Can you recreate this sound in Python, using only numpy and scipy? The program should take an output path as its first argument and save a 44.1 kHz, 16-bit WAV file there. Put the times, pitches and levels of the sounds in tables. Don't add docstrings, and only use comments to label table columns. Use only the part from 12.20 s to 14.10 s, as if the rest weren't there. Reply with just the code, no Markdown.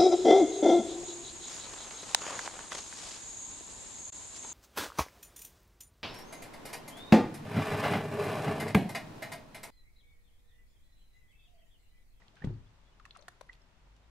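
import sys
import numpy as np
from scipy import signal
from scipy.fft import rfft, irfft
from scipy.io import wavfile

SR = 44100
rng = np.random.default_rng(int(sys.argv[2]) if len(sys.argv) > 2 else 0)


def digitize_waveform(pressure):
    field = np.atleast_2d(pressure).T
    bounded = np.clip(field, -1, 1)
    quanta = np.round(bounded * 32767).astype(np.int16)
    wavfile.write(sys.argv[1], SR, quanta)


N = 83790
TIME = np.arange(N) / SR


def amp(db):
    return 10 ** (np.asarray(db) / 20)


def unit(x):
    return x / np.sqrt(np.mean(x ** 2) + 1e-20)


def read(points, hz):
    f, value = np.transpose(points)
    return np.interp(np.log(hz + 1), np.log(f + 1), value)


def pan(db):
    return amp(np.array([[db], [-db]]) / 2)


def add(mix, start_s, sound):
    part = mix[:, max(round(start_s * SR), 0):][:, :sound.shape[1]]
    part += sound[:, :part.shape[1]]


def swell(t, rise, decay):
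    return np.sin(np.pi / 2 * np.clip(t / rise, 0, 1)) ** 2 * np.exp(-np.maximum(t - rise, 0) / decay)


def colour(x, gain):
    return irfft(rfft(x) * gain(np.fft.rfftfreq(x.shape[-1], 1 / SR)), x.shape[-1])


def pair(z, likeness):
    likeness = np.clip(likeness, -1, 1)
    return np.array([z[0], likeness * z[0] + np.sqrt(1 - likeness ** 2) * z[1]])


def wide_noise(spectrum):
    # frequency_hz, correlation
    likeness = [(30, 0.74), (350, 0.68), (700, 0.41), (1500, 0.25), (3000, -0.088), (12000, 0.045)]
    # frequency_hz, left_over_right_db
    balance = [(50, 6.5), (400, 2), (1000, -2.5), (1900, -2), (3500, 3.5), (6000, 3.5), (10000, -1)]
    hz = np.fft.rfftfreq(N, 1 / SR)
    noise = pair(rfft(rng.standard_normal((2, N))), read(likeness, hz))
    side_db = np.outer([1, -1], read(balance, hz)) / 2
    return unit(irfft(noise * amp(read(spectrum, hz) + side_db), N))


def die_away(x, t60):
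    hz, t, bands = signal.stft(x, SR, nperseg=512)
    fade = amp(-60 * t / read(t60, hz)[:, None])
    return signal.istft(bands * fade, SR, nperseg=512)[1][:, :x.shape[1]]


def air():
    # frequency_hz, relative_db
    spectrum = [(20, -7), (45, -7.5), (70, -12), (110, -13), (200, -18.5), (330, -22), (500, -24.5),
                (900, -22), (1400, -26.5), (2200, -28.5), (3400, -31), (4500, -34.5), (7000, -39),
                (9500, -46.5), (12000, -52), (15000, -52.5)]
    # time_s, level_db
    levels = [(0, -61.5), (.15, -63.5), (.55, -63.5), (.8, -64), (1.15, -63.5), (1.5, -64), (1.9, -64.5)]
    return amp(np.interp(TIME, *np.transpose(levels))) * wide_noise(spectrum)


def drone():
    # time_s, pitch_hz, level_db
    course = [(0, 36.6, -75), (0.499, 39.08, -65.5), (.72, 40.14, -63.5), (1.0, 39.67, -69.5),
              (1.181, 39.17, -70), (1.35, 40.74, -59.5), (1.49, 38.97, -80.5), (1.638, 43.95, -61.5),
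              (1.718, 49.5, -59), (1.798, 53.7, -66), (1.9, 56.6, -60.5)]
    harmonics = [3.5, -9, -18]
    times, hz, db = np.transpose(course)
    phase = 2 * np.pi * np.cumsum(np.interp(TIME, times, hz)) / SR
    tone = sum(amp(harmonic_db) * np.sin(k * phase + 2 * np.pi * rng.random())
               for k, harmonic_db in enumerate(harmonics, 1))
    return amp(np.interp(TIME, times, db)) * pan(0.83) * unit(tone)


def bubbles(right_lag_s=0.00008):
    # start_s, pitch_hz, peak_db, rise_s, decay_s, glide_octaves_per_s, pan_db
    plips = [ (0.019, 1980, -58.5, 0.001, 0.0045, -9, -12), (.0818, 3300, -53, 0.00037, 0.0019, -5, 1),
             (.0822, 4220, -56.5, 0.00032, 0.0011, 2, 5), (.138, 608, -64, 0.0055, 0.014, 11, 4),
             (0.2044, 1587, -56.5, .002, 0.0034, 9, 0), (.219, 1740, -45, .005, .003, 9.5, -9.5),
             (.2395, 515, -50.5, 0.0044, 0.0064, 2, -5), (.2400, 2050, -44, .002, 0.0014, -9.5, -2),
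             (.2405, 372, -39, 0.0049, 0.0031, -1, 4.5), (.2435, 3380, -50, 0.00074, 0.0023, -5, -4),
             (.305, 366, -39.5, 0.0013, 0.0079, -2.5, -1), (0.7989, 1353, -52, .0005, 0.0084, -26.5, 6),
             (0.8515, 2650, -55, 0.0029, .003, -2, 17), (0.861, 1155, -50.5, 0.0013, 0.0021, -29, 10),
             (.9080, 3470, -44, 0.00069, 0.00094, -5, 3), (0.9087, 4200, -48, 0.0015, .0028, -3, 4.5),
             (0.949, 1282, -60.5, 0.0022, 0.0098, 5.5, 21), (0.9618, 1230, -44.5, 0.0021, 0.0016, -14, 8),
             (.965, 760, -54.5, 0.00093, 0.0092, -14.5, 1), (.989, 550, -58.5, 0.0017, .012, 10.5, 14),
             (.9905, 4290, -55.5, 0.0014, 0.0025, -2, 9), (1.022, 536, -60, 0.002, 0.017, 15.5, 10.5),
             (1.0225, 3680, -64, 0.0012, 0.0027, -6, 4), (1.080, 1820, -44, 0.0051, 0.0026, -10, -6),
             (1.2898, 1720, -52.5, 0.0025, 0.00087, 10, -9), (1.2940, 1943, -40, 0.004, 0.0026, 4, -4.5),
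             (1.3302, 2560, -58, 0.0022, 0.0033, -7, 2), (1.417, 5250, -61, .002, .002, 7, 6)]
    t, out = TIME[:4096], np.zeros((2, N))
    for start, hz, db, rise, decay, glide, pan_db in plips:
        phase = 2 * np.pi * np.cumsum(hz * 2 ** (glide * t)) / SR
        lag = 2 * np.pi * hz * np.array([[0], [right_lag_s]])
        add(out, start, amp(db) * pan(pan_db) * swell(t, rise, decay) * np.sin(phase - lag))
    return out


def spray(hz, octaves, size, drops_per_s=3500, spread_db=6.5, top_hz=10700):
    def band(f):
        return np.exp(-(np.log2((f + 1) / hz) / octaves / 2) ** 2) / (1 + (f / top_hz) ** 4)

    strength = rng.standard_normal((2, size)) * amp(spread_db * rng.standard_normal((2, size)))
    lands = rng.random((2, size)) < drops_per_s / SR
    return unit(colour(pair(strength * lands, likeness=0.37), band))


def pings(hz, octaves, size, count=12, pings_per_s=320, decay_cycles=7.2):
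    t, out = TIME[:size], np.zeros((2, size))
    for spread, lag in rng.uniform(-1.003, 1, (count, 2)):
        pitch = hz * 2 ** (octaves * spread)
        phase = 2 * np.pi * pitch * t - np.array([[0], [2 * lag]])
        ping = np.sin(phase) * swell(t, 1 / pitch, decay_cycles / pitch)
        onsets = rng.random((1, size)) < pings_per_s / count / SR
        out += signal.fftconvolve(onsets.astype(float), ping, axes=1)[:, :size]
    return unit(out)


def splashes(ping_db=-1.5, size=8192):
    # start_s, level_db, rise_s, decay_s, centre_hz, width_octaves, pan_db
    bursts = [ (0.0811, -55.5, 0.00066, 0.0021, 2590, 0.75, 3), (.155, -62, 0.0014, .003, 5050, 0.65, 5),
              (0.161, -63.5, 0.0063, 0.045, 1964, 0.63, 0.5), (.218, -49.5, 0.004, 0.014, 495, 1.04, -3),
              (0.2392, -56.5, 0.0043, 0.0078, 2210, 0.8, 10.5), (0.245, -59, .0004, 0.0011, 5500, 0.57, 2),
              (0.251, -63.5, .002, 0.0038, 7640, 0.18, -2), (.269, -54, 0.0034, 0.017, 858, 0.68, -3),
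              (0.7969, -58, 0.001, 0.0037, 1620, 0.81, -3), (.860, -58, 0.00083, 0.0024, 2070, 0.88, 16),
              (.9080, -48, 0.00031, 0.0023, 2960, 0.38, 2), (.940, -60, 0.025, 0.013, 1680, 0.75, -2.5),
              (0.9709, -56.5, 0.00077, 0.0024, 6300, 0.47, 4), (.98, -65, 0.0047, 0.046, 754, 0.72, 5),
              (1.010, -69, 0.0012, 0.0048, 6100, 0.06, 17), (1.023, -59.5, 0.0013, .005, 3400, 0.68, 1),
              (1.264, -76, 0.0034, 0.0046, 10200, .12, -4), (1.288, -55, 0.0053, 0.0072, 1243, 0.58, 3),
              (1.320, -64, 0.013, 0.015, 3250, 0.54, 0.5), (1.329, -76.5, .005, 0.013, 11100, .2, -3),
              (1.6712, -58.5, 0.00092, 0.0023, 652.4, 0.75, -13),
              (1.764, -66, 0.001, 0.0037, 3470, 0.88, 1)]
    out = np.zeros((2, N))
    for start, db, rise, decay, hz, octaves, pan_db in bursts:
        fizz = unit(spray(hz, octaves, size) + amp(ping_db) * pings(hz, octaves, size))
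        add(out, start, amp(db) * pan(pan_db) * fizz * swell(TIME[:size], rise, decay))
    return out


def gulp(churn_db=-37, churn_rise_s=0.0071):
    # start_s, pitch_hz, level_db, decay_s
    pockets = [(0.218, 146, -47, 0.026), (0.245, 170.6, -25, 0.0073), (0.2719, 138.8, -26.5, 0.01),
               (0.2987, 108.9, -35, 0.047)]
    # frequency_hz, relative_db
    spectrum = [(20, -1), (55, -1.5), (110, 0.5), (250, -8.5), (400, -11), (600, -26.5), (900, -27),
                (1400, -34), (4000, -41), (9000, -60), (15000, -63)]
    # frequency_hz, t60_s
    settling = [(50, 0.71), (150, 0.49), (500, 0.42), (1500, 0.51), (9000, 0.36)]
    out = np.zeros((2, N))
    for start, hz, db, decay in pockets:
        boom = np.sin(2 * np.pi * hz * TIME) * swell(TIME, 0.00075, decay)
        add(out, start, amp(db) * pan(1) * boom)
    churn = die_away(wide_noise(spectrum), settling) * np.minimum(TIME / churn_rise_s, 1)
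    add(out, start_s=0.236, sound=amp(churn_db) * churn)
    return out


def chirps(blur_hz=120):
    # start_s, pitch_hz, level_db, length_s, glide_octaves_per_s
    whistles = [(.335, 4610, -75.5, .025, -0.79), (0.448, 3480, -75, 0.036, -0.89),
                (0.647, 3350, -75.5, 0.064, .7), (0.714, 3050, -78, 0.047, -1.7),
                (0.81, 3010, -80, 0.054, -2.8), (0.888, 3350, -77, 0.049, 1.6),
                (1.831, 3730, -81, .04, -0.099)]
    out = np.zeros((2, N))
    for start, hz, db, length, glide in whistles:
        t = np.arange(0, length, 1 / SR)
        blur = colour(rng.standard_normal((2, 4096)), lambda f: np.exp(-(f / blur_hz) ** 2))
        phase = 2 * np.pi * np.cumsum(hz * 2 ** (glide * t)) / SR
        tone = np.sin(phase) * (1 + unit(blur[:, :len(t)]))
        add(out, start, amp(db) * unit(tone) * np.sin(np.pi * t / length))
    return out


def snaps(t, length, rise_s, decay_s, fade_db=-6.5):
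    return sum(amp(fade_db * share) * swell(t - share * length, rise_s, decay_s)
               for share in (0, 0.5, 1))


def smacks(size=2048):
    # start_s, length_s, low_hz, low_db, mid_hz, mid_db, high_hz, high_db, crackle_db, pan_db
    mouths = [(0.8532, 0.0041, 1160, -56.5, 1754, -52, 1930, -51, -56.5, -9),
              (1.082, 0.0056, 729, -43, 1089, -45.5, 1366, -47, -44, 4.5),
              (1.2107, 0.00373, 570, -42.5, 723, -48, 1000, -46.5, -50, 8)]
    # frequency_hz, relative_db
    spectrum = [(300, -36), (1500, 5), (2250, -3), (2630, -6), (3000, -12), (3600, -0.5), (4400, -1),
                (5100, -10), (6000, -1), (6800, -8), (7600, -5), (9000, -11), (10200, -5.5), (11500, -24),
                (13500, -15), (15000, -24)]
    t, out = TIME[:size], np.zeros((2, N))
    for start, length, low_hz, low_db, mid_hz, mid_db, high_hz, high_db, crackle_db, pan_db in mouths:
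        cavity = sum(amp(db) * np.sin(2 * np.pi * (hz * t + rng.random()))
                     for hz, db in [(low_hz, low_db), (mid_hz, mid_db), (high_hz, high_db)])
        cavity *= snaps(t, length, rise_s=0.00024, decay_s=0.0014)
        noise = pair(rng.standard_normal((2, size)), likeness=0.074)
        crackle = unit(colour(noise, lambda hz: amp(read(spectrum, hz))))
        crackle *= snaps(t, length, rise_s=0.00013, decay_s=0.0015)
        smack = pan(pan_db) * cavity + amp(crackle_db) * pan(pan_db / 2) * crackle
        low_cut = signal.butter(4, 0.58 * low_hz, "high", fs=SR, output="sos")
        add(out, start, signal.sosfilt(low_cut, smack))
    return out


def banks(x, echo_db=-13, size=24000):
    # frequency_hz, correlation
    likeness = [(100, 1), (400, 1), (900, 0.93), (2000, 0)]
    # frequency_hz, t60_s
    t60 = [(200, 0.44), (1500, 0.3), (4000, 0.41), (12000, 0.33)]
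    hz = np.fft.rfftfreq(size, 1 / SR)
    noise = pair(rfft(rng.standard_normal((2, size))), read(likeness, hz))
    tail = die_away(irfft(noise, size), t60)
    return amp(echo_db) * signal.fftconvolve(x, tail / np.linalg.norm(tail[0]), axes=1)[:, :N]


def scene():
    background = air() + drone()
    events = gulp() + smacks() + bubbles() + splashes() + chirps()
    return background + events + banks(events)


def record(dry):
    low_pass = signal.firwin(511, 15300, window=("kaiser", 9), fs=SR)
    return signal.oaconvolve(dry, low_pass[None], "same")


dry = scene()
out = record(dry)
digitize_waveform(out)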